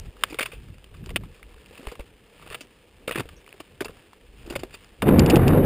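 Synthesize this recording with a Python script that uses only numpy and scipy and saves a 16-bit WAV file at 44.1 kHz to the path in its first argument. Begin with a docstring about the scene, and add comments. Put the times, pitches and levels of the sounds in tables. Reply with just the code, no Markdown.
"""Boots and poles crunch over loose mountain scree in a light breeze, heard through a small closed camera case.
Grit is shaped noise; knocking stones are noise bursts with damped modes; thuds, heels and pole add lower and
higher modes. Then a strong wind strikes the microphone, as surging noise with slaps that saturates, and shakes
the case until its modes rattle. Throughout, slow sampling with held samples gives every sound mirror images in
the treble, over a faint noise that differs between the two channels."""
import sys
import numpy as np
from scipy import signal
from scipy.fft import rfft, irfft
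from scipy.io import wavfile
from scipy.ndimage import uniform_filter1d

SR = 44100
rng = np.random.default_rng(int(sys.argv[2]) if len(sys.argv) > 2 else 0)


def persist_wave(psi):
    """Save psi, clipped to +-1, as 16-bit WAV."""
    counts = np.round(np.clip(psi, -1, 1) * 32767).astype(np.int16)
    wavfile.write(sys.argv[1], SR, np.atleast_2d(counts).T)


def gain_from_decibels(decibels):
    """Convert decibel values to linear amplitude factors."""
    exponent = np.asarray(decibels, float) / 20
    return 10 ** exponent


N = 249165

# gale on the microphone, before saturation:
# (t/s, deep buffet level/dB, higher buffet level/dB, roar level/dB)
GALE = [(5.026, -20, -20.5, -30.5), (5.04, -17.5, -24, -39), (5.07, -22, -21, -34.5),
        (5.09, -23, -13.5, -29.5), (5.13, -17, -16, -34.5), (5.19, -18, -20.5, -31), (5.246, -18, -21, -33),
        (5.31, -20, -19.5, -28.5), (5.335, -29, -17.5, -29.5), (5.355, -21, -12.5, -30),
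        (5.413, -22.5, -25.5, -33), (5.475, -13, -20.5, -31.5), (5.52, -20, -22.5, -30.5),
        (5.56, -21.5, -17, -33), (5.611, -22.5, -17.5, -37.5), (5.65, -17, -17.5, -32)]
# high modes of the case: (f/Hz, bandwidth/Hz, level/dB)
SHELL = [(2715, 665, 1.5), (3500, 350, -33), (4764, 456, -7.5)]
REST_HISS_DB, REST_GRIND_DB = -61.5, -59.5  # grit settling between the steps


def evened(x):
    """Normalisation: scales a signal to unit rms."""
    return x / np.sqrt(np.mean(x ** 2) + 1e-20)


def curve(rows, column):
    """Level envelope: interpolates decibels over time into a gain, -120 dB outside the table."""
    rows = np.array(rows)
    return gain_from_decibels(np.interp(np.arange(N) / SR, rows[:, 0], rows[:, column], -120, -120))


def coloured(x, points):
    """Linear filtering: weights the spectrum by decibels interpolated over log frequency."""
    hz, db = np.transpose(points)
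    bins = np.fft.rfftfreq(len(x), 1 / SR)
    gain = gain_from_decibels(np.interp(np.log(bins + 1), np.log(hz), db, -90, -90))
    return irfft(rfft(x) * gain, len(x))


def rung(x, modes):
    """Modal resonance: sums second-order resonators driven by x."""
    out = np.zeros(len(x))
    for hz, width, db in modes:
        out += gain_from_decibels(db) * signal.lfilter(*signal.iirpeak(hz, hz / width, SR), x)
    return out


def lumpy(per_s, depth_db):
    """Random amplitude modulation: white noise whose level in dB runs between per_s random knots a second."""
    knots = rng.standard_normal(4000)
    level = np.interp(np.arange(N) * per_s / SR, np.arange(4000), knots)  # the last knot is held
    return rng.standard_normal(N) * gain_from_decibels(depth_db * level)


def burst(noise, s, t60, rise_s):
    """Transient excitation: up to 80 ms of noise under a rise and decay, with the energy of that envelope."""
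    part = noise[round(s * SR):][:round(0.08 * SR)]
    t = np.arange(len(part)) / SR
    decay = gain_from_decibels(-60 * t / max(t60, 0.004))
    shape = decay * (1 - np.exp(-t / max(rise_s, 1e-4))) ** 2
    shape /= shape.max()
    return shape * part * np.linalg.norm(shape) / np.linalg.norm(shape * part)


def add(mix, s, sound):
    """Superposition: adds a sound to the mix at s seconds."""
    part = mix[round(s * SR):][:len(sound)]
    part += sound[:len(part)]


def sliding(column, rest_db):
    """Incoherent addition: Gaussian swells of power, one for each sliding sole, over a resting power."""
    # soles sliding on grit: (middle t/s, half length/s, hiss level/dB, low grind level/dB)
    slides = [(0.0, 0.07, -58, -55.5), (0.25, 0.06, -55, -52), (0.42, 0.12, -55, -60.5),
              (1.5, 0.25, -64, -60), (1.85, 0.12, -53, -53.5), (2.5, 0.14, -56.5, -56.5),
              (3.26, 0.15, -61, -58.5), (3.56, 0.12, -60.5, -67), (3.95, 0.09, -60.5, -57.5),
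              (4.52, 0.12, -56, -54.5), (4.8, 0.15, -59, -70)]
    t = np.arange(N) / SR
    power = gain_from_decibels(2 * rest_db)
    for row in slides:
        power = power + gain_from_decibels(2 * row[column]) * np.exp(-((t - row[0]) / row[1]) ** 2)
    return np.sqrt(power)


def grit():
    """Granular friction: fine grains hiss and tick at random; coarser ones grind at low frequency."""
    # spectrum of the fine grains: (f/Hz, relative level/dB)
    hiss_spectrum = [(410, -70), (700, -0.5), (976, 5.5), (1020, 3.5), (1340, 3.5), (1520, 1), (1720, 6.5),
                     (1920, 2.5), (2720, 7), (3760, -1), (4000, -5), (5150, -5.5), (6000, -16), (7800, -57),
                     (13200, -120)]
    size = gain_from_decibels(1.47 * np.minimum(rng.exponential(1, N), 5))
    present = rng.random(N) < 300 / SR  # about 300 ticks a second
    ticks = size * present * rng.choice([-1, 1], N)
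    hiss = evened(coloured(lumpy(60, 2.0) + 0.86 * evened(ticks), hiss_spectrum))
    grind_spectrum = [(180, 1.0), (260, -2.5), (480, 2.5), (620, -6.5), (900, -13.5)]
    grind = evened(coloured(lumpy(40, 2.0), grind_spectrum))
    return sliding(2, REST_HISS_DB) * hiss + sliding(3, REST_GRIND_DB) * grind


def breeze():
    """Turbulence scales: slow eddies rumble; when the air freshens, smaller ones flutter above them."""
    # breeze on the microphone: (t/s, rumble level/dB, flutter level/dB)
    freshening = [(0.0, -33, -52), (0.09, -41, -39), (0.13, -57, -72), (0.3, -52, -52), (0.5, -56, -57),
                  (0.6, -40, -41.5), (0.72, -50, -40), (0.8, -50, -61), (0.96, -48.5, -48.5),
                  (1.12, -35, -34.5), (1.28, -47.5, -44.5), (1.38, -55, -65), (1.56, -47, -61),
                  (1.66, -59, -60), (2.3, -62.5, -64.5), (2.5, -57, -55.5), (2.6, -66, -63),
                  (3.03, -59.5, -61.5), (3.15, -53, -49), (3.2, -45, -36), (3.25, -50, -53),
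                  (3.35, -50, -57), (3.52, -69, -65.5), (3.9, -50, -53), (4.1, -67.5, -70),
                  (4.38, -46, -56), (4.58, -44.5, -45.5), (4.75, -53.5, -59), (4.95, -56, -70),
                  (5.02, -45, -42.5)]
    rumble_spectrum = [(8, -21), (25, -3.5), (45, 7.0), (75, -1.5), (120, -18)]
    flutter_spectrum = [(50, -37.0), (85, -1.0), (150, -5.0), (260, -15.5), (450, -24.5)]
    rumble = evened(coloured(lumpy(35, 1.3), rumble_spectrum))
    flutter = evened(coloured(lumpy(30, 3.2), flutter_spectrum))
    return curve(freshening, 1) * rumble + curve(freshening, 2) * flutter


def pebbles():
    """Random point process: small stones knock before the gale, thickest where the grit hisses most."""
    when, size, pitch, length = rng.random((36, 4)).T
    before_gale = round(GALE[0][0] * SR)
    busy = np.cumsum(sliding(2, REST_HISS_DB)[:before_gale] ** 4)
    s = np.searchsorted(busy / busy[-1], when) / SR
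    db = -51.5 + 3.5 * (2 * size - 1)
    hz = 800 + pitch * (2790 - 800)
    t60 = 0.037 * (0.5 + length)
    return [(a, b, c, -12.5, d) for a, b, c, d in zip(s, db, hz, t60)]  # -12.5 dB brightness


def stones():
    """Impact excitation: each knock is a rough crack; a sharp blow also rings its stone and the case."""
    # the louder stones knocking: (t/s, level/dB, stone mode f/Hz, relative brightness level/dB, t60/s)
    knocks = [(0.1685, -46, 1160, -18, 0.011), (0.2244, -47.5, 2950, -27, 0.013),
              (0.2362, -11.5, 3000, -16.5, 0.0077), (0.2365, -17.5, 1410, -21, 0.025),
              (0.3292, -37, 2530, -19, 0.015), (0.344, -32, 2530, -25, 0.009),
              (0.387, -24, 2200, -36, 0.072), (0.3943, -22, 1570, -11, 0.017),
              (0.4076, -22.5, 2030, -31, 0.03), (0.4144, -27, 2740, -23, 0.048),
              (0.428, -22.5, 2200, -12.5, 0.025), (0.517, -40.5, 2550, -19, 0.16),
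              (0.684, -49.5, 1750, -12, 0.014), (0.742, -54, 1870, -11, 0.06),
              (0.7826, -47.5, 1160, -14, 0.0091), (0.8424, -43, 3060, -13, 0.012),
              (0.968, -55.5, 2620, -3, 0.015), (1.0395, -49, 1640, -16, 0.031),
              (1.06, -41, 2780, -3.5, 0.012), (1.0915, -36.5, 1210, -18, 0.024),
              (1.1597, -16.5, 1900, -43, 0.018), (1.1631, -20, 3030, -40, 0.026),
              (1.234, -45, 960, -35, 0.07), (1.4286, -39, 1980, -19, 0.014),
              (1.5425, -50, 1180, -14, 0.016), (1.66, -44.5, 2350, -12, 0.0076),
              (1.754, -43, 2500, -26, 0.0076), (1.7772, -44, 2680, -15, 0.041),
              (1.8699, -29.5, 900, -32, 0.014), (1.853, -47, 1110, -26, 0.03),
              (1.8834, -42.5, 1950, -18, 0.072), (1.9157, -41, 1190, -9, 0.019),
              (1.996, -36, 890, -30, 0.012), (2.0053, -43.5, 2010, -17, 0.052),
              (2.396, -48.5, 1170, -27, 0.024), (2.4237, -45, 1190, -32, 0.066),
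              (2.462, -45.5, 1120, -24, 0.046), (2.473, -43, 800, -20, 0.052),
              (2.5015, -36.5, 2690, -10, 0.011), (2.507, -41, 1160, -21, 0.11),
              (2.6075, -38, 3140, -6.5, 0.058), (3.11, -23.5, 1930, -31, 0.017),
              (3.1207, -30, 2700, -33, 0.06), (3.1467, -34, 1820, -33, 0.024),
              (3.1566, -26.5, 1860, -55, 0.082), (3.1752, -33.5, 810, -24, 0.13),
              (3.182, -34, 2530, -30, 0.03), (3.1962, -33.5, 1370, -9, 0.048),
              (3.204, -27, 820, -25, 0.021), (3.2883, -41.5, 1370, -18, 0.039),
              (3.4627, -45, 2200, -17, 0.013), (3.477, -42.5, 1000, -23, 0.013),
              (3.491, -42, 2670, -10, 0.0044), (3.5269, -37, 1790, -28, 0.0088),
              (3.8061, -26.5, 1600, -14.5, 0.042), (3.8203, -31, 1580, -21, 0.012),
              (3.846, -33.5, 820, -3, 0.023), (3.8532, -35.5, 2770, -22, 0.059),
              (3.882, -39.5, 1490, -24, 0.038), (4.1314, -42, 1080, -15, 0.015),
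              (4.4625, -51, 2700, -4, 0.05), (4.5239, -43, 1310, -10, 0.05),
              (4.5326, -45, 1360, -21, 0.043), (4.5534, -29, 2160, -20, 0.027),
              (4.5602, -26.5, 2580, -12.5, 0.026), (4.6339, -28.5, 870, -21, 0.015),
              (4.8448, -47.5, 1190, -4, 0.011), (5.0206, -20.5, 960, -22, 0.037)]
    # stones scraping, slower to start: the same columns
    scrapes = [(0.296, -45, 2610, -7, 0.1), (0.456, -28, 2470, -20, 0.027), (0.94, -50, 1310, -16, 0.045),
               (1.1034, -38, 2300, -20, 0.0095), (1.952, -44, 800, -19, 0.023),
               (2.524, -40, 1790, -23, 0.056), (2.5433, -30, 2830, -26, 0.031),
               (3.0754, -26, 2150, -31, 0.028), (3.09, -32, 1200, -16, 0.031),
               (3.5997, -37, 910, -14, 0.031), (4.498, -38, 2900, -5.5, 0.047),
               (4.591, -44, 2880, -3.5, 0.048), (4.727, -50.5, 2720, -10, 0.052),
               (4.739, -39.5, 2760, -8, 0.047)]
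    # spectrum of a crack: (f/Hz, relative level/dB)
    crack_spectrum = [(350, -34), (600, 0.5), (749, -7), (1000, -6.5), (1140, -1), (1670, -4), (1940, -5),
                      (2700, 1.5), (3210, -7), (3670, -5), (3960, -18.5), (4280, -13.5), (6000, -24),
                      (7800, -75), (13200, -120)]
    knock_rise_s, scrape_rise_s = 0.00049, 0.0033
    crack = coloured(lumpy(900, 3.0), crack_spectrum)
    bright = rung(lumpy(900, 3.0), SHELL[2:])
    out = np.zeros(N)
    t = np.arange(round(0.08 * SR)) / SR
    blows = [(*row, knock_rise_s) for row in knocks + pebbles()]
    blows += [(*row, scrape_rise_s) for row in scrapes]
    for s, db, hz, bright_db, t60, rise_s in blows:
        part = evened(crack[round(s * SR):][:len(t)])
        rubbed = part + 0.61 * evened(rung(part, [(hz, 400, 0)]))
        stone_mode = np.sin(2 * np.pi * (hz * t + rng.random()))
        case_mode = np.sin(2 * np.pi * (SHELL[0][0] * t + rng.random()))
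        sharpness = 2.37 * np.exp(-rise_s / 0.0027)  # a slow rise excites the modes less
        struck = sharpness * np.exp(-t / 0.0029) * (stone_mode + 0.43 * case_mode)
        add(out, s, gain_from_decibels(db) * burst(rubbed + struck, 0, t60, rise_s))
        add(out, s, gain_from_decibels(db + bright_db) * burst(bright, s, t60, rise_s))
    return out


def thuds():
    """Cavity resonance: a step jolts the hollow case, a woody mode struck and then roughly shaken."""
    # jolts, the pitch set by where the case is struck: (t/s, level/dB, f/Hz)
    jolts = [(0.2364, -37, 536), (0.3057, -39, 296), (0.3242, -31.5, 314), (0.344, -34, 443),
             (0.3894, -29, 520), (0.4074, -28.5, 470), (0.4303, -41, 443), (0.4842, -45.5, 392),
             (0.5315, -38.5, 470), (1.0673, -39.5, 370), (1.108, -37, 454), (1.1595, -28.5, 334),
             (1.2074, -42, 292), (1.709, -45, 410), (1.794, -39, 264), (1.805, -45, 300),
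             (1.8283, -40, 377), (1.8705, -34.5, 426), (1.918, -34, 478), (1.9929, -36, 556),
             (2.003, -40, 476), (2.462, -43.5, 470), (2.509, -38.5, 432), (2.5461, -38, 490),
             (2.6077, -41, 275), (3.078, -25, 490), (3.092, -30, 485), (3.1094, -28, 470),
             (3.1566, -23.5, 330), (3.178, -28.5, 383), (3.1944, -26.5, 398), (3.204, -30.5, 277),
             (3.254, -42, 467), (3.5404, -43.5, 386), (3.6022, -36.5, 304), (3.809, -21, 402),
             (3.822, -35, 330), (3.8557, -31.5, 420), (3.8932, -37.5, 462), (4.46, -42, 350),
             (4.4746, -35.5, 330), (4.4985, -37, 400), (4.5062, -28, 330), (4.523, -34, 378),
             (4.537, -36, 400), (4.5574, -23.5, 549), (4.59, -39, 330), (4.6327, -27, 385),
             (4.647, -40, 390), (4.7416, -44, 395)]
    # low modes of the case: (f/Hz, bandwidth/Hz, level/dB)
    hollow = [(330, 170, 14), (470, 38, -1.5)]
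    out = np.zeros(N)
    t = np.arange(round(0.08 * SR)) / SR
    shove = rung(rng.standard_normal(N), hollow)
    for s, db, hz in jolts:
        mode = np.sin(2 * np.pi * (hz * t + rng.random()))
        shaken = evened(shove[round(s * SR):][:len(t)])
        add(out, s, gain_from_decibels(db) * burst(mode + 0.5 * shaken, 0, t60=0.039, rise_s=0.00097))
    return out


def heels():
    """Damped oscillation: a boot heel lands, a slow push and rebound carried up through the body."""
    # boot heels landing: (t/s, level/dB, f/Hz)
    landings = [(1.871, -23.5, 46), (1.9967, -26, 47), (2.5, -37, 45), (3.254, -37, 45.6),
                (3.89, -39, 45.3)]
    out = np.zeros(N)
    t = np.arange(round(0.1 * SR)) / SR
    t60 = 0.098  # s
    for s, db, hz in landings:
        add(out, s, -gain_from_decibels(db - 60 * t / t60) * np.sin(2 * np.pi * hz * t))
    return out


def pole():
    """Free vibration: the thin metal tube, striking stone, rings on one high mode with exponential decay."""
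    # metal pole on stone: (t/s, level/dB)
    strikes = [(2.608, -50), (3.366, -52)]
    out = np.zeros(N)
    t = np.arange(round(0.15 * SR)) / SR
    mode_hz, t60 = 5630, 0.11  # Hz, s
    for s, db in strikes:
        add(out, s, gain_from_decibels(db - 60 * t / t60) * np.sin(2 * np.pi * mode_hz * t))
    return out


def eddies():
    """Random point process: weaker slaps of 111 to 330 Hz fall uniformly through the gale."""
    when, size, pitch = rng.random((40, 3)).T
    s = GALE[1][0] + when * (GALE[-1][0] - GALE[1][0])
    db = -13 + 3 * (2 * size - 1)  # before saturation
    hz = 111 * (330 / 111) ** pitch
    return list(zip(s, db, hz))


def gale():
    """Turbulent pressure: deep and higher buffeting surge apart, eddies slap, and a roar leaps with each peak."""
    # spectra of buffeting and roar: (f/Hz, relative level/dB)
    buffet_spectrum = [(12, -60), (20, -19), (85, -5.5), (146, -2.5), (183, -3.5), (240, -3.5), (268, -2.5),
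                       (300, -4), (499, -6.5), (604, -13.5), (900, -28.5), (1170, -61), (1980, -120)]
    roar_spectrum = [(410, -80), (700, 1.5), (2080, -14), (2980, -19.5), (3290, -28), (3590, -22),
                     (4110, -36), (4880, -34), (5340, -52), (6000, -35), (7800, -71), (13200, -120)]
    # the strongest eddies slapping the microphone port: (t/s, level before saturation/dB, f/Hz)
    slaps = [(5.0904, 1, 290), (5.1145, -5.5, 177.6), (5.1264, -6.5, 270), (5.1639, -8, 176),
             (5.1888, 0, 227), (5.3363, -3, 383), (5.371, -4, 160), (5.3956, -8, 133), (5.4743, -10, 140),
             (5.534, -9, 193), (5.5757, -5.5, 440), (5.6007, -9, 320)]
    buffet = coloured(lumpy(70, 2.4), buffet_spectrum)
    deep = signal.filtfilt(*signal.butter(2, 190, fs=SR), buffet)  # split at 190 Hz
    surge = curve(GALE, 1) * evened(deep) + curve(GALE, 2) * evened(buffet - deep)
    t = np.arange(-500, 500) / SR
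    for s, db, hz in slaps + eddies():
        pulse = np.exp(-(2.0 * hz * t) ** 2) * np.cos(2 * np.pi * hz * t)
        add(surge, s + t[0], gain_from_decibels(db) * pulse)
    peaks = uniform_filter1d(abs(surge), 120)
    peaks /= uniform_filter1d(peaks, 4000) + 1e-6  # relative to the local mean
    roar = evened(coloured(lumpy(150, 1.5) * (1 + peaks), roar_spectrum)) * curve(GALE, 3)
    return 0.69 * np.tanh(surge / 0.65) + roar  # the capsule saturates


def rattles():
    """Impulsive modal excitation: sharp ticks ring the case, each with a short chatter."""
    # the case rattling in the gale: (t/s, level/dB, brightness tilt from mode to mode/dB)
    ticks = [(5.083, -26.5, -16.5), (5.1939, 0, 5), (5.2619, -7.5, 1), (5.2997, -2.5, 2), (5.3031, -8, -7),
             (5.3075, -12, -10), (5.3582, -4, -2.5), (5.3646, -14, -5), (5.4803, -6.5, -2.5)]
    out = np.zeros(N)
    t = np.arange(round(0.03 * SR)) / SR
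    chatter = rung(lumpy(660, 3.8), SHELL)
    for s, db, bright_db in ticks:
        for k, (hz, width, mode_db) in enumerate(SHELL):
            envelope = np.exp(-np.pi * width * t) * (1 - np.exp(-t / 0.00066))
            ring = envelope * np.sin(2 * np.pi * (hz * t + rng.random()))
            add(out, s, gain_from_decibels(db + 1 + mode_db + bright_db * (k - 1)) * ring)
        add(out, s, gain_from_decibels(db - 22.5) * burst(chatter, s, t60=0.023, rise_s=0.00075))
    return out


def scene():
    """Superposition: all sources reach one microphone, which feeds two equal channels."""
    ground = grit() + stones() + thuds() + heels() + pole()
    wind = breeze() + gale() + rattles()
    return np.tile(ground + wind, (2, 1))


def top_cut(x):
    """Nothing passes above the cut-off."""
    return signal.sosfilt(signal.butter(12, 16500, fs=SR, output="sos"), x)


def record(dry):
    """Sampling theorem: slow sampling with held samples mirrors the band about the rate; a faint noise,
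    different in each channel, joins."""
    # faint noise, different in each channel: (f/Hz, relative level/dB)
    hiss_spectrum = [(20, 8), (300, 1), (2000, -3), (4500, -1), (5500, -7), (6000, 3.5), (6600, -25),
                     (8000, 1.5), (9500, -41)]
    hold_hz = 12000  # slow sample rate
    hz = np.fft.rfftfreq(N, 1 / SR)
    band = irfft(rfft(dry) / np.sqrt(1 + (hz / 5500) ** 24), N)  # the filter before sampling
    mirror = rfft(band * 2 * np.cos(2 * np.pi * hold_hz * np.arange(N) / SR))
    hold_gain = (hold_hz - hz) / (hz + 1)  # the held steps weaken images near the rate
    held = rfft(band) + gain_from_decibels(0.5) * mirror * hold_gain * (hz > hold_hz / 2)
    edge_db = np.interp(hz, [15200, 15600, 16500, 16900], [-0.5, -14, -21, -56])  # band limit
    hiss = [evened(coloured(rng.standard_normal(N), hiss_spectrum)) for channel in dry]
    mix = irfft(held * gain_from_decibels(edge_db), N) + gain_from_decibels(-76.5) * np.array(hiss)
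    return top_cut(mix)


dry = scene()
out = record(dry)
persist_wave(out)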